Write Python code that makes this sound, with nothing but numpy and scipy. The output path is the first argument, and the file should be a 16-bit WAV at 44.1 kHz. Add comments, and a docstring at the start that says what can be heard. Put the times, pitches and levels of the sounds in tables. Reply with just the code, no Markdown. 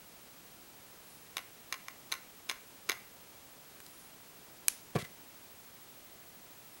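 """A quiet room, with a switched-off camera shaken by hand close to the microphone.
At each stroke a loose carriage inside hits its stop and bounces, ringing the body.
Then a thumb snaps the power switch; the mechanism thumps and slides into its held position.
Under it lie faint brushes of skin, soft room noise, hiss and a thin, throbbing electronic whine."""
import sys
import numpy as np
from scipy import signal
from scipy.fft import rfft, irfft
from scipy.io import wavfile

SR = 44100
rng = np.random.default_rng(int(sys.argv[2]) if len(sys.argv) > 2 else 0)


def transcribe(u):
    """Save the signal u as a 16-bit wav file named by the first command-line argument.

    u: samples, shape (n,) or (channels, n), limited to [-1, 1]; the rate is SR.
    q: integer samples, one column per channel.
    """
    v = np.clip(np.atleast_2d(u).T, -1, 1)
    q = np.round(v * 32767).astype(np.int16)
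    wavfile.write(sys.argv[1], SR, q)


N = 299880
TIME = np.arange(N) / SR

# The carriage hitting its stop. Each row: time in seconds, strength in dB, brightness in dB per octave,
# graze and second corner in dB against the hit, corner delay and first flight in seconds,
# second flight as a share of the first, change per bounce in dB.
STROKES = [(1.3688, -1, -2, -36, -30, 0.0076, 0.012, 0.74, -6),
           (1.7250, -1, -2.5, -37, -9.5, .006, 0.016, .24, -9),
           (1.8830, -8.5, -5, -32, -21, .006, .027, .5, -15),
           (2.1227, -1, -1, -7, -6.5, 0.0066, .0160, 0.83, -7.5),
           (2.4963, 0, -2, -10, -8, .0067, .0163, 0.49, -6.5),
           (2.8960, 3, -2, -4.5, -8.5, .0091, 0.022, 0.38, -8)]
def carriage_blows(graze_lead_s=0.0048, dull_db_per_octave=-2):
    """The carriage grazes its guide, hits, lands a second corner, then bounces twice, weaker and duller."""
    blows = []
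    for s, db, bright, graze_db, corner_db, corner_s, flight_s, share, loss_db in STROKES:
        blows.append((s - graze_lead_s, db + graze_db, bright))
        blows.append((s, db, bright))
        blows.append((s + corner_s, db + corner_db, bright + dull_db_per_octave))
        for k, delay_s in enumerate([flight_s, flight_s * (1 + share)], 1):
            blows.append((s + delay_s, db + k * loss_db, bright + k * dull_db_per_octave))
    return blows


# The ring of the body and of its outer shell, heard close up.
# Each row: frequency in Hz, level at resonance in dB, time to fall 60 dB in seconds.
BODY_MODES = [(700, -12.5, 0.006), (1075, 1, 0.029), (1410, -3, 0.011), (1610, -5, 0.02), (1866, 1, 0.013),
              (2100, 2, 0.014), (2322, 5, 0.017), (2770, 3, 0.019), (3500, 3.5, 0.0067),
              (3780, 0.5, 0.0065), (3810, -2.5, 0.0084), (4030, 3.5, 0.014), (4440, -3, .012),
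              (5140, 4, 0.036), (5300, -7, 0.034), (5930, -3, 0.052), (6320, 6, 0.017), (6760, -11, 0.034),
              (8760, -19.5, .008), (9740, -7, 0.015), (9920, 2.5, 0.02), (10990, 2, 0.013),
              (11300, -11, 0.0061), (13200, -9, 0.011)]
SHELL_MODES = [(405, -1, 0.024), (2010, 3, 0.015), (2286, 1.5, 0.023)]
# The brief crack of contact. Each row: frequency in Hz, level in dB.
CRACK_SPECTRUM = [(100, -45), (400, -0.5), (700, -2.5), (1200, 6.5), (3400, 8.5), (6500, 5), (8000, -1.5),
                  (12000, 4), (16000, -14)]
def rattle(crack_db=-11, crack_t60=0.013, flex_power=3):
    """Each blow of the loose carriage cracks and rings the body; only hard ones flex the shell."""
    blows = carriage_blows()
    body = strike(blows, BODY_MODES, pivot_hz=2480, contact_s=0.00026, scatter_db=2.5)
    flexing = [(s, flex_power * db, 0) for s, db, _ in blows]
    shell = strike(flexing, SHELL_MODES, pivot_hz=1000, contact_s=0.00074, scatter_db=-1.0)
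    cracks = np.zeros(N)
    for s, db, bright in blows:
        add(cracks, s, undb(db + bright + crack_db) * burst(crack_t60))
    return low_cut(body + shell + colour(cracks, CRACK_SPECTRUM), hz=267)


# The thumb on the switch, two light touches and the snap.
# Each row: time in seconds, strength in dB, brightness in dB per octave.
THUMB_BLOWS = [(3.803, -28.5, -1.5), (3.8643, -30.5, -.5), (4.6826, 1, 1.5)]
# The lever's ring. Each row: frequency in Hz, level at resonance in dB, time to fall 60 dB in seconds.
LEVER_MODES = [(1060, 4.5, 0.016), (1640, 5, 0.0094), (2390, 7.5, 0.015), (3020, 6, 0.009),
               (4070, 7.5, 0.017), (4870, 7.5, 0.012), (6260, 11, 0.005), (7080, 8, 0.013),
               (7700, 6, 0.012), (8480, 9, 0.0046), (9430, 10, .004), (10240, 8, 0.0069), (12050, 8, 0.004),
               (13000, 7, 0.0044)]
# The contacts' buzz, and the even hiss that comes back to the microphone from all sides of the room.
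# Each row: frequency in Hz, level in dB.
BUZZ_SPECTRUM = [(300, -32), (2000, -18), (6000, -1), (11000, 1), (13000, 7), (15000, -11)]
SWITCH_ECHO_SPECTRUM = [(500, -25), (1200, -18), (2500, -11.5), (4000, -12.5), (6000, -7), (8000, -11.5),
                        (10700, -5.5), (12500, -15), (15000, -29)]
def switch(buzz_db=-6, buzz_t60=0.015):
    """The sprung lever snaps over with a bright ring, a buzz of its contacts and a short room echo."""
    buzz, clicks = np.zeros((2, N))
    for s, db, _ in THUMB_BLOWS:
        add(buzz, s, undb(db + buzz_db) * burst(buzz_t60))
        add(clicks, s, undb([db]))
    lever = strike(THUMB_BLOWS, LEVER_MODES, pivot_hz=7000, contact_s=0.00009, scatter_db=3, detune=0.0036)
    return lever + colour(buzz, BUZZ_SPECTRUM) + room(clicks, SWITCH_ECHO_SPECTRUM, build_s=0.0089)


# The mechanism taking hold. Each row: time in seconds, strength in dB, brightness in dB per octave.
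CATCHES = [(4.9518, -15, -4), (4.9556, 0, 0), (4.9597, -5.5, 1), (4.9625, -2.5, 1), (5.0248, -24, -5.5)]
# The deep ring of the body in the hand, close to the microphone.
# Each row: frequency in Hz, level at resonance in dB, time to fall 60 dB in seconds.
THUMP_MODES = [(105, 14, 0.049), (146, 24.5, 0.037), (205, 15, 0.21), (346, 14, 0.051), (405, 18, 0.034),
               (469, 11.5, 0.13), (515, 16.5, 0.058), (613, 12.5, 0.044), (1130, 8, 0.026),
               (1310, 2, 0.0083), (1580, 1, .015), (2330, -1.5, 0.013)]
def thump(turn_lead_s=0.009, turn_db=-30.5, turn_bright=5, chatter_start_s=4.9712, chatter_gap_s=0.01):
    """The whole body jolts: softly as a stroke turns, hard as the mechanism catches and chatters."""
    turns = [(s - turn_lead_s, db + turn_db, turn_bright) for s, db, *_ in STROKES]
    # Pulling away from the stop gives three even taps, each weaker and duller.
    chatter = [(chatter_start_s + k * chatter_gap_s, -13.5 - 1.2 * k, 5.5 - 2 * k) for k in range(3)]
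    blows = turns + CATCHES + chatter
    jolts = strike(blows, THUMP_MODES, pivot_hz=404, contact_s=0.00043, scatter_db=1.3, opposed=False)
    return low_cut(low_cut(jolts, hz=84.5), hz=78)


# Three pushes on the carriage. Each row: start and length in seconds, friction and squeak levels in dB.
PUSHES = [(4.95, .014, -41.5, -60), (4.985, 0.037, -46.5, -52.5), (5.042, 0.0084, -49.5, -46.5)]
# The colour of the friction. Each row: frequency in Hz, relative level in dB.
FRICTION_SPECTRUM = [(300, -8), (800, -20), (1300, -0.5), (1750, -2.5), (2150, 3.5), (2450, -4),
                     (3000, 1.5), (4100, -1), (5500, -6), (11500, -9), (15000, -31)]
def slide(slips_per_s=4000, uneven_db=3, squeak_hz=2030):
    """Dense stick-slip ticks and a rough squeak as the carriage slides to the centre."""
    slips = (rng.random(N) < slips_per_s / SR) * rng.choice([-1, 1], N)
    slips = slips * undb(uneven_db * rng.standard_normal(N))
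    friction = low_cut(colour(slips, FRICTION_SPECTRUM), hz=130)
    pitch_hz = squeak_hz * (1 + 0.06 * wander(600))
    pressure = undb(3 * wander(400))
    squeak = pressure * np.sin(2 * np.pi * np.cumsum(pitch_hz) / SR)
    rubbing = sum(undb(db) * gate(s, length, attack_s=0.0022) for s, length, db, _ in PUSHES)
    squeaking = sum(undb(db) * gate(s, length, attack_s=0.007) for s, length, _, db in PUSHES)
    return level(friction, 0) * rubbing + level(squeak, 0) * squeaking


# The grip shifting, faint even this close. Each row: loudest moment and length in seconds, level in dB.
BRUSHES = [(1.12, 0.18, -63), (3.86, 0.19, -65), (4.01, 0.16, -61.5), (6.76, .22, -66)]
# The hiss of skin on the body. Each row: frequency in Hz, relative level in dB.
SKIN_SPECTRUM = [(1000, -24), (5000, -5), (8000, -3), (11000, 5), (15000, -22.5)]
def grip():
    """Fingers brush over the body, each touch swelling and fading."""
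    touch = sum(undb(db) * np.exp(-(2 * (TIME - s) / length) ** 2) for s, length, db in BRUSHES)
    return level(colour(rng.standard_normal(N), SKIN_SPECTRUM), 0) * touch


# What the room returns of the body to the microphone. Each row: frequency in Hz, level in dB.
BODY_ECHO_SPECTRUM = [(150, -16), (600, -14.5), (1100, -10.5), (1600, -6.5), (2150, -9), (2700, -9),
                      (3300, -15.5), (6000, -16.5), (14000, -10)]
def body_echo(knocks, mechanism, mechanism_db=-4):
    """The room answers the knocks and, more weakly, the mechanism."""
    return room(knocks + undb(mechanism_db) * mechanism, BODY_ECHO_SPECTRUM, build_s=0.0078)


def room(x, spectrum, build_s, low_t60=0.36, high_t60=0.33, split_hz=4000):
    """A diffuse tail builds up as reflections arrive; the treble dies sooner."""
    low = signal.sosfilt(signal.butter(2, split_hz, fs=SR, output="sos"), burst(low_t60))
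    high = low_cut(burst(high_t60), split_hz)
    build = 1 - np.exp(-(TIME[:len(low)] / build_s) ** 2)
    return signal.fftconvolve(x, colour((low + high) * build, spectrum))[:N]


def whine(hz=15735, throb_hz=13.05, throb_depth=0.55, off_db=-61, power_on_s=5.0, rise_db=2.3):
    """A thin electronic whine throbs throughout and grows a little once the power is on."""
    throb = 1 + throb_depth * np.cos(2 * np.pi * throb_hz * TIME)
    tone = np.sin(2 * np.pi * hz * TIME) * throb
    return level(tone, off_db) * undb(rise_db * (TIME > power_on_s))


# The quiet room at the microphone. Each row: frequency in Hz, relative level in dB.
ROOM_TONE_SPECTRUM = [(20, -10), (50, -6.5), (100, -2.5), (190, -1), (330, -1.5), (500, -3.5), (670, -3.5),
                      (900, -5), (1500, -7.5), (2500, -8.5), (4300, -10.5), (10000, -12.5), (14000, -11.5),
                      (16000, -30)]
def room_tone(db=-56.5):
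    """Soft, steady room noise with hiss."""
    return level(colour(rng.standard_normal(N), ROOM_TONE_SPECTRUM), db)


def strike(blows, modes, pivot_hz, contact_s, scatter_db, detune=0.012, opposed=True):
    """Each blow (s, dB, dB per octave about the pivot) rings the modes, varied by where it lands."""
    hz, db, t60 = np.transpose(modes)[:, :, None]
    t = TIME[:SR // 6]
    # When opposed, neighbouring modes swing against each other.
    sign = (-1) ** np.arange(len(modes))[:, None] if opposed else 1
    amplitude = 2 * np.log(1000) / (t60 * SR)  # unit gain at resonance
    envelope = sign * amplitude * fade(t, t60) * (1 - np.exp(-t / contact_s))
    out = np.zeros(N)
    for s, strength, bright in blows:
        scatter, shift = rng.standard_normal((2, len(modes), 1))
        gain = undb(db + strength + bright * np.log2(hz / pivot_hz) + scatter_db * scatter)
        tones = np.sin(2 * np.pi * hz * (1 + detune * shift) * t)
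        add(out, s, np.sum(gain * envelope * tones, axis=0))
    return out


def colour(x, spectrum, size=4096):
    """Minimum-phase filter with the given (Hz, dB) spectrum."""
    hz, db = np.transpose(spectrum)
    bin_hz = np.fft.rfftfreq(size, 1 / SR)
    gain = undb(np.interp(np.log(bin_hz + 1), np.log(hz), db))
    cepstrum = irfft(np.log(gain))[:size // 2]
    cepstrum[1:] *= 2
    impulse = irfft(np.exp(rfft(cepstrum, size)))[:size // 2]
    return signal.fftconvolve(x, impulse)[:len(x)]


def low_cut(x, hz):
    """Second-order high-pass: a small body radiates little below its lowest mode."""
    return signal.sosfilt(signal.butter(2, hz, "high", fs=SR, output="sos"), x)


def burst(t60):
    """Decaying noise of unit energy, half a second long."""
    t = TIME[:SR // 2]
    noise = rng.standard_normal(len(t)) * fade(t, t60)
    return noise / np.sqrt(np.sum(noise ** 2))


def wander(rate):
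    """Random drift through rate new values a second; spread near 1."""
    knots = np.arange(0, N / SR + 1, 1 / rate)
    return np.interp(TIME, knots, rng.standard_normal(len(knots)))


def gate(start, length, attack_s, t60=0.045):
    """Gain that rises at the start, holds for the length and then dies away."""
    rise = np.clip((TIME - start) / attack_s, 0, 1)
    return rise * fade(np.maximum(TIME - start - length, 0), t60)


def fade(t, t60):
    """Decay by 60 dB in t60 seconds."""
    return np.exp(-np.log(1000) * t / t60)


def add(track, s, sound):
    """Mix a sound in at s seconds."""
    start = int(s * SR)
    track[start:start + len(sound)] += sound[:len(track) - start]


def level(x, db):
    """Scale a sound to an rms level."""
    return x * undb(db) / np.sqrt(np.mean(x ** 2))


def undb(db):
    """Decibels to gain."""
    return 10 ** (np.asarray(db) / 20)


def scene():
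    """The camera close to the microphone, a little room behind it; both channels carry the same sound."""
    knocks = rattle()
    mechanism = thump() + slide()
    mix = knocks + mechanism + body_echo(knocks, mechanism) + switch() + grip() + whine() + room_tone()
    return np.tile(mix, (2, 1))


def record(dry, top_hz=16300):
    """The recorder cuts the top treble steeply."""
    return signal.sosfilt(signal.ellip(8, 0.2, 70, top_hz, fs=SR, output="sos"), dry)


dry = scene()
out = record(dry)
transcribe(out)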